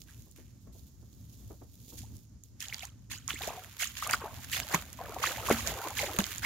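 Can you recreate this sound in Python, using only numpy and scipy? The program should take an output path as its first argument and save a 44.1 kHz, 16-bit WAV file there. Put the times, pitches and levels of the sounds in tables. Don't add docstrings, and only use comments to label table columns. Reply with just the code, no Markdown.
import sys
import numpy as np
from scipy import signal
from scipy.fft import rfft, irfft, next_fast_len
from scipy.io import wavfile
from scipy.ndimage import map_coordinates

SR = 44100
rng = np.random.default_rng(int(sys.argv[2]) if len(sys.argv) > 2 else 0)


def dump_mix(stems):
    frames = np.atleast_2d(stems).T
    limited = np.clip(frames, -1, 1)
    pcm = np.round(limited * 32767).astype(np.int16)
    wavfile.write(sys.argv[1], SR, pcm)


N = 284445

WADING_S = 2.55

# (time [s], level at the crest before SHEET_DB [dB], rise [s], t60 [s], lowest strong pitch [Hz])
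SPLASHES = [(0.058, -57.5, 0.027, 0.53, 1150), (.353, -60.5, 0.0087, 0.68, 1510),
            (1.965, -49, 0.024, 0.32, 2780), (2.593, -42, 0.03, 0.25, 2380),
            (2.731, -41, 0.0035, 0.069, 1900), (2.799, -44, 0.039, 0.15, 1480),
            (3.097, -39.5, 0.022, 0.23, 2090), (3.277, -34, 0.023, 0.13, 1310),
            (3.394, -40, 0.041, 0.47, 1750), (3.784, -31, 0.034, 0.23, 2270),
            (3.964, -40.5, 0.006, 0.36, 2020), (4.017, -38.5, 0.021, 0.22, 1200),
            (4.091, -35.5, 0.0066, 0.33, 930), (4.505, -32.5, 0.034, 0.19, 2300),
            (4.557, -33, .017, 0.076, 1210), (4.7, -34, 0.028, 0.27, 750),
            (5.211, -31.5, 0.025, 0.58, 1550), (5.446, -35.5, 0.026, 0.54, 750),
            (5.55, -39.5, 0.038, 0.18, 1830), (5.652, -35.5, 0.021, 0.24, 1780),
            (5.96, -32.5, 0.027, 0.49, 1710), (6.195, -37, 0.0043, 0.12, 1960),
            (6.418, -37, 0.029, .15, 1260)]
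# (time [s], slap level at the crest before SHEET_DB [dB], rise [s], lowest strong pitch [Hz], thud level [dB])
PLUNGES = [(3.471, -39.5, 0.0022, 600, -43), (4.122, -26, .017, 750, -42.5), (4.734, -25, 0.0151, 870, -32),
           (5.502, -28, 0.025, 780, -31), (6.187, -23.5, 0.0013, 690, -28)]
SHEET_DB = 0.18
SLAP_T60_S = 0.044
THUD_RISE_S, THUD_T60_S = 0.0017, 0.091

# (time [s], peak level before the shake [dB], pitch [Hz], t60 [s], pitch glide over the t60 [octaves])
AIR_POCKETS = [(.088, -49, 1477, 0.029, 1), (2.033, -52, 687, 0.077, 2), (2.697, -39, 2440, 0.03, 3.5),
               (2.725, -26, 1870, 0.01, 1), (2.83, -43, 667, 0.068, 1.5), (2.806, -34.5, 2940, 0.024, 1.5),
               (3.305, -21, 2210, 0.0036, 1.5), (3.337, -39.5, 290, 0.043, 0),
               (3.357, -36.5, 1850, 0.076, 2.5), (3.406, -39, 612, 0.13, 6), (3.475, -31, 554, 0.059, 2.5),
               (3.504, -30.5, 670, 0.033, 1.4), (3.574, -37.5, 728, 0.11, 0.1),
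               (3.829, -30, 1370, 0.035, 2), (4.024, -28.5, 1155, 0.027, 0.5),
               (4.065, -32, 1170, 0.048, 0.2), (4.136, -19.5, 1314, 0.02, 0.5),
               (4.216, -33, 763, 0.056, 2.5), (4.739, -27, 433, 0.026, -2.5), (4.744, -27.5, 166, 0.086, 2),
               (5.011, -34.5, 722, 0.063, .5), (5.164, -28, 736, 0.034, 0.1),
               (5.238, -19.5, 1080, 0.018, 0.7), (5.485, -17, 918, 0.034, 2.06),
               (5.5, -15.5, 400, 0.025, 4.5), (5.51, -11.5, 336.5, 0.014, 1), (5.518, -28, 229, 0.18, 0),
               (5.991, -22, 2380, 0.0095, -0.5), (6.03, -22, 614, .05, -0.5), (6.187, -23, 198, 0.11, 0),
               (6.447, -21, 2160, 0.039, -0.5)]
DEEP_HZ = 320

# (time [s], level before GURGLE_DB [dB], hold [s], bubble pitch at the end of the hold [Hz])
GURGLES = [(2.658, -64, 0.1, 910), (3.402, -49.5, 0.14, 797), (4.03, -47, 0.077, 970),
           (4.199, -44.5, 0.029, 950), (4.538, -51.5, 0.21, 764), (4.975, -46, 0.55, 854),
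           (5.643, -43, 0.21, 843), (5.988, -45.5, 0.18, 730)]
GURGLE_DB, GURGLE_RISE_S, GURGLE_T60_S = -2, 0.016, 0.54
# (frequency [Hz], level [dB])
GURGLE_COLOUR = [(120, -47), (300, -0.5), (550, -4), (850, -1), (1400, -1.5), (2500, -1.5), (6000, -46)]
# (frequency [Hz], level [dB])
FIZZ_COLOUR = [(400, -4), (1000, -21), (1700, -24), (3000, 22.5), (5000, 21.5), (8000, 29), (16000, -4)]
FIZZ_DB, FIZZ_RISE_S, FIZZ_T60_S = -15.5, 0.053, 0.28
DRIP_DB = -6.5

# (time [s], level at the crest before SWISH_DB [dB], rise [s], t60 [s])
SWISHES = [(0.0, -58.5, 0.0036, 0.33), (.09, -63, 0.08, 1.6), (.59, -66, 0.023, 0.32),
           (.72, -60, 0.01, 1.02), (.88, -62.5, 0.56, 2.2), (1.32, -59.5, 0.0083, 0.53),
           (1.72, -53.5, 0.24, 0.16), (2.03, -61, 0.15, 0.37), (2.43, -63.5, 0.011, 0.33)]
# (time [s], level before PATTER_DB [dB])
SPRAY = [(2.55, -85), (2.74, -55.5), (2.92, -80), (3.15, -85), (3.32, -54), (3.77, -61.5), (3.99, -53),
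         (4.18, -62), (4.43, -56), (4.61, -50), (4.98, -60.5), (5.25, -54), (5.4, -51), (5.59, -45),
         (5.74, -49.5), (6.18, -51), (6.29, -48), (6.45, -54)]
SWISH_DB, PATTER_DB = 2.5, 5
FLUTTER_DB, FLUTTER_PER_S = 2, 50
# (frequency [Hz], level [dB])
BLADE_COLOUR = [(300, 9), (1500, -21.5), (3500, -1), (6000, -2.5), (8500, -5.5), (12000, -4), (15500, 0)]
# (frequency [Hz], level [dB])
STEM_COLOUR = [(300, -18), (1500, 7.5), (3500, 6.5), (6000, 0.5), (8500, -2), (15500, 1)]

# (time [s], peak level before TICK_DB [dB], pitch [Hz])
TICKS = [(.018, -37.5, 4320), (0.313, -45.5, 9100), (1.99, -33, 5800), (2.168, -40.5, 7660),
         (2.437, -41, 8900), (2.605, -26, 5270), (2.684, -30, 4630), (2.744, -25.5, 3440),
         (2.794, -32.5, 3880), (2.853, -29.5, 7950), (3.279, -25, 5700), (4.074, -25, 7500),
         (4.11, -19, 7100), (4.517, -23, 11500), (4.746, -19, 8100), (4.403, -43, 9000),
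         (4.93, -32.5, 8200), (5.496, -22.5, 9100), (5.674, -17.5, 4600), (6.188, -20, 6200),
         (6.241, -21.5, 3330), (6.382, -27.5, 6600)]
TICK_DB = 2.0

# (time [s], level at the crest [dB])
TREADS = [(0.261, -60.5), (.378, -53.5), (0.665, -54), (0.744, -59), (1.019, -60.5), (1.499, -45),
          (1.61, -48.5), (1.918, -51)]
TREAD_RISE_S, TREAD_T60_S = 0.0098, 0.14
# (frequency [Hz], level [dB])
TURF_COLOUR = [(100, 1), (300, 8), (650, 0.5), (1200, -10.5), (3000, -34), (8000, -57)]

# (time [s], rumble level before eddies and wobble [dB])
RUMBLE = [(0.0, -57), (1.26, -52.5), (1.92, -57), (2.01, -49.5), (2.37, -58), (3.45, -50.5), (3.79, -57),
          (4.62, -45), (4.65, -54), (5.73, -44.5), (5.8, -54), (6.0, -46.5), (6.31, -55), (6.45, -44)]
RUMBLE_WOBBLE_DB, RUMBLE_WOBBLE_PER_S = 1.86, 16
HISS_DB = -75.0
# (frequency [Hz], level [dB])
RUMBLE_COLOUR = [(15, -69), (35, -65), (60, -3.5), (110, -1), (160, -12), (250, -12.5), (400, -29.5),
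                 (800, -38), (2000, -45.5), (6000, -61)]
# (frequency [Hz], level [dB])
EDDY_COLOUR = [(15, -9), (35, -2), (58, 24.5), (90, 2), (140, 3), (300, -42), (1000, -53)]
# (frequency [Hz], level [dB])
HISS_COLOUR = [(100, -5), (1000, 2), (2200, -5.5), (5500, 9.5), (8500, 1), (16000, -9)]

# (frequency [Hz], likeness [0-1])
ALIKE = [(60, 1), (200, 0.89), (800, 0.22), (1500, 0.53), (3000, 0.3), (6500, 0), (15000, 0)]
# (frequency [Hz], left minus right [dB])
TILT = [(60, 0), (300, -2), (700, 2.5), (1300, 1), (2400, -4), (4400, -3.5), (6800, -10.5), (9000, 3),
        (12000, -7), (15000, -7)]
# (centre [Hz], width [Hz], boost [dB])
PORTS = [(6787, 690, 7.5), (11730, 1800, 5)]
TOP_HZ = 15700


def splashes():
    out, t = np.zeros((2, N)), np.arange(SR // 3) / SR
    droplets = crackle(rate=900, size_db=14, wash_db=-3)
    froth = both_ports(lambda: swarm(count=3500, hz=2700, octaves=1, cycles=18, glide=.3, size_db=13, size=420))
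    water = np.pad(droplets + amp(-2) * froth, ((0, 0), (0, len(t))), mode="wrap")
    slaps = [(s, db, rise, SLAP_T60_S, hz) for s, db, rise, hz, _ in PLUNGES]
    for s, db, rise, t60, hz in list(SPLASHES) + slaps:

        def colour(f):
            low_edge = (f / hz) ** 3 / (1 + (f / hz) ** 3)
            slope = (1 + (f / (1.37 * hz)) ** 2) ** -.8
            return low_edge * (slope + amp(-12.5))

        start = round(s * SR)
        sheet = spread(water[:, start:start + len(t)], colour)
        add(out, s, amp(db + SHEET_DB) * swell(t, rise, t60) * sheet)
    return out


def plops():
    out, t = np.zeros(N), np.arange(SR // 5) / SR
    for s, db, hz, t60, glide in AIR_POCKETS:
        tone = ring(t, hz, t60, glide if hz > DEEP_HZ else min(glide, 0))
        tone = tone / np.abs(tone).max()
        shake = unit(filtered(rng.standard_normal(len(t)), lambda f: 1 / (1 + (f / (60 + hz / 12)) ** 4)))
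        add(out, s, amp(db) * tone * (1 + .35 * shake))
    return out


def stirred_water():
    gurgle_level = swells([(s, db, GURGLE_RISE_S, GURGLE_T60_S, hold) for s, db, hold, _ in GURGLES])
    hold_ends = [s + hold for s, _, hold, _ in GURGLES]
    pitch = np.interp(np.arange(N) / SR, hold_ends, [hz for *_, hz in GURGLES])
    large = swarm(count=1500, hz=pitch, octaves=.52, cycles=29, glide=.25, size_db=9, size=1800)
    gurgle = unit(filtered(large, shape(GURGLE_COLOUR)))
    gurgle = gurgle + amp(-9) * spread(noise(), shape(GURGLE_COLOUR))

    fizz_level = swells([(s, db + FIZZ_DB, FIZZ_RISE_S, FIZZ_T60_S) for s, db, *_ in SPLASHES if s > WADING_S])
    small = both_ports(lambda: swarm(count=1300, hz=2800, octaves=.65, cycles=26, glide=.25, size_db=16, size=700))
    froth = spread(small, shape(FIZZ_COLOUR)) + amp(-5) * spread(noise(), shape(FIZZ_COLOUR))
    drips = swarm(count=300, hz=2200, octaves=.75, cycles=50, glide=.3, size_db=9, size=1500)
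    return amp(GURGLE_DB) * gurgle_level * gurgle + fizz_level * (froth + amp(DRIP_DB) * drips)


def grass():
    wading = np.arange(N) / SR > WADING_S
    scraping = crackle(rate=300, size_db=20, wash_db=5)
    drops = crackle(rate=450, size_db=26, wash_db=2)
    swish = amp(SWISH_DB) * swells(SWISHES) * spread(scraping, shape(BLADE_COLOUR))
    patter = amp(PATTER_DB) * wading * curve(SPRAY) * spread(drops, shape(STEM_COLOUR))
    return (swish + patter) * amp(FLUTTER_DB * wobble(FLUTTER_PER_S))


def ticks(octaves=0.63):
    out, t = np.zeros((2, N)), np.arange(SR // 50) / SR
    for s, db, hz in TICKS:
        burst = noise(len(t)) * np.exp(-np.log(1000) * t / .007)
        snap = spread(burst, lambda f: np.exp(-(np.log2((f + 1) / hz) / octaves) ** 2 / 2))
        add(out, s, amp(db + TICK_DB) * snap / np.abs(snap).max())
    return out


def treads():
    out, t = np.zeros((2, N)), np.arange(SR // 3) / SR
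    puffs = [(s, db, TREAD_RISE_S, TREAD_T60_S) for s, db in TREADS]
    puffs += [(s + rise / 2, db, THUD_RISE_S, THUD_T60_S) for s, _, rise, _, db in PLUNGES]
    for s, db, rise, t60 in puffs:
        add(out, s, amp(db) * swell(t, rise, t60) * spread(noise(len(t)), shape(TURF_COLOUR)))
    return out


def air():
    eddies = unit(filtered(noise(), shape(EDDY_COLOUR)))
    rumble = spread(noise(), shape(RUMBLE_COLOUR)) + amp(-6) * eddies
    unsteady = amp(RUMBLE_WOBBLE_DB * wobble(RUMBLE_WOBBLE_PER_S))
    hiss = amp(HISS_DB) * spread(noise(), shape(HISS_COLOUR))
    return unsteady * curve(RUMBLE) * rumble + hiss


def ring(t, hz, t60, glide):
    pitch = hz * 2 ** (glide * np.minimum(t / t60, 1))
    onset = 1 - np.exp(-(t * (hz / 3 + 400)) ** 3)
    tone = np.sin(2 * np.pi * np.cumsum(pitch, axis=-1) / SR)
    return tone * onset * np.exp(-np.log(1000) * t / t60)


def swarm(count, hz, octaves, cycles, glide, size_db, size):
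    first = int(WADING_S * SR)
    start, strength = rng.random((count, 2)).T
    start = (first + start * (N - first)).astype(int)[:, None]
    pitch, life, rise = rng.standard_normal((count, 3), dtype=np.float32).T[:, :, None]
    centre = np.broadcast_to(np.float32(hz), N)[start]
    f = np.clip(centre * 2 ** (octaves * pitch), 200, SR / 3)
    t = np.arange(size, dtype=np.float32) / SR
    t60 = cycles * 2 ** (life / 2) / f
    grains = ring(t, f, t60, glide * (1 + rise)) * (1 - t / t[-1])
    grains = grains * amp(size_db * strength ** 2)[:, None]
    places = (start + np.arange(size)).ravel()
    return unit(np.bincount(places, grains.ravel(), N)[:N])


def both_ports(bubbles):
    return np.array([bubbles(), bubbles()])


def crackle(rate, size_db, wash_db):
    chance, strength = rng.random((2, N))
    bursts = (chance < rate / SR) * amp(size_db * strength ** 4)
    decay = np.exp(-np.arange(SR // 400) / (SR / 2500))
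    burst_level = unit(signal.fftconvolve(bursts, decay)[:N])
    return unit(noise() * (burst_level + amp(wash_db)))


def noise(n=N):
    return rng.standard_normal((2, n))


def wobble(rate):
    return map_coordinates(rng.standard_normal(int(N * rate / SR) + 4), [np.arange(N) * rate / SR])


def swell(t, rise, t60, hold=0):
    return np.clip(t / rise, 0, 1) * np.exp(-np.log(1000) * np.maximum(t - rise - hold, 0) / t60)


def swells(rows):
    power, t = np.zeros(N), np.arange(SR) / SR
    for s, db, *envelope in rows:
        add(power, s, (amp(db) * swell(t, *envelope)) ** 2)
    return np.sqrt(power)


def curve(rows):
    s, db = np.transpose(rows)
    return amp(np.interp(np.arange(N) / SR, s, db))


def amp(db):
    return 10 ** (np.asarray(db) / 20)


def unit(x):
    return x / np.sqrt(np.mean(x ** 2) + 1e-20)


def along(points, hz):
    f, v = np.transpose(points)
    return np.interp(np.log(hz + 1), np.log(f), v)


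def shape(points):
    return lambda hz: amp(along(points, hz))


def filtered(x, response):
    n = x.shape[-1]
    m = next_fast_len(n + 2048)
    return irfft(rfft(x, m) * response(np.fft.rfftfreq(m, 1 / SR)), m)[..., :n]


def spread(pair, colour):
    def mid_side_gain(hz):
        turn = np.arccos(np.clip(along(ALIKE, hz), -1, 1)) / 2
        return colour(hz) * np.array([np.cos(turn), np.sin(turn)])

    mid, side = filtered(pair, mid_side_gain)
    return unit(np.array([mid + side, mid - side]))


def add(out, s, x):
    i = max(0, round(s * SR))
    part = out[..., i:i + x.shape[-1]]
    part += x[..., :part.shape[-1]]


def scene():
    return splashes() + plops() + stirred_water() + grass() + ticks() + treads() + air()


def record(dry):
    def port_gain(hz):
        boost = sum(db / (1 + (2 * (hz - centre) / width) ** 2) for centre, width, db in PORTS)
        tilt = np.array([[.5], [-.5]]) * along(TILT, hz)
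        return amp(boost + tilt)

    heard = filtered(dry, port_gain)
    return filtered(heard, lambda hz: 1 / np.sqrt(1 + (hz / TOP_HZ) ** 200))


dry = scene()
out = record(dry)
dump_mix(out)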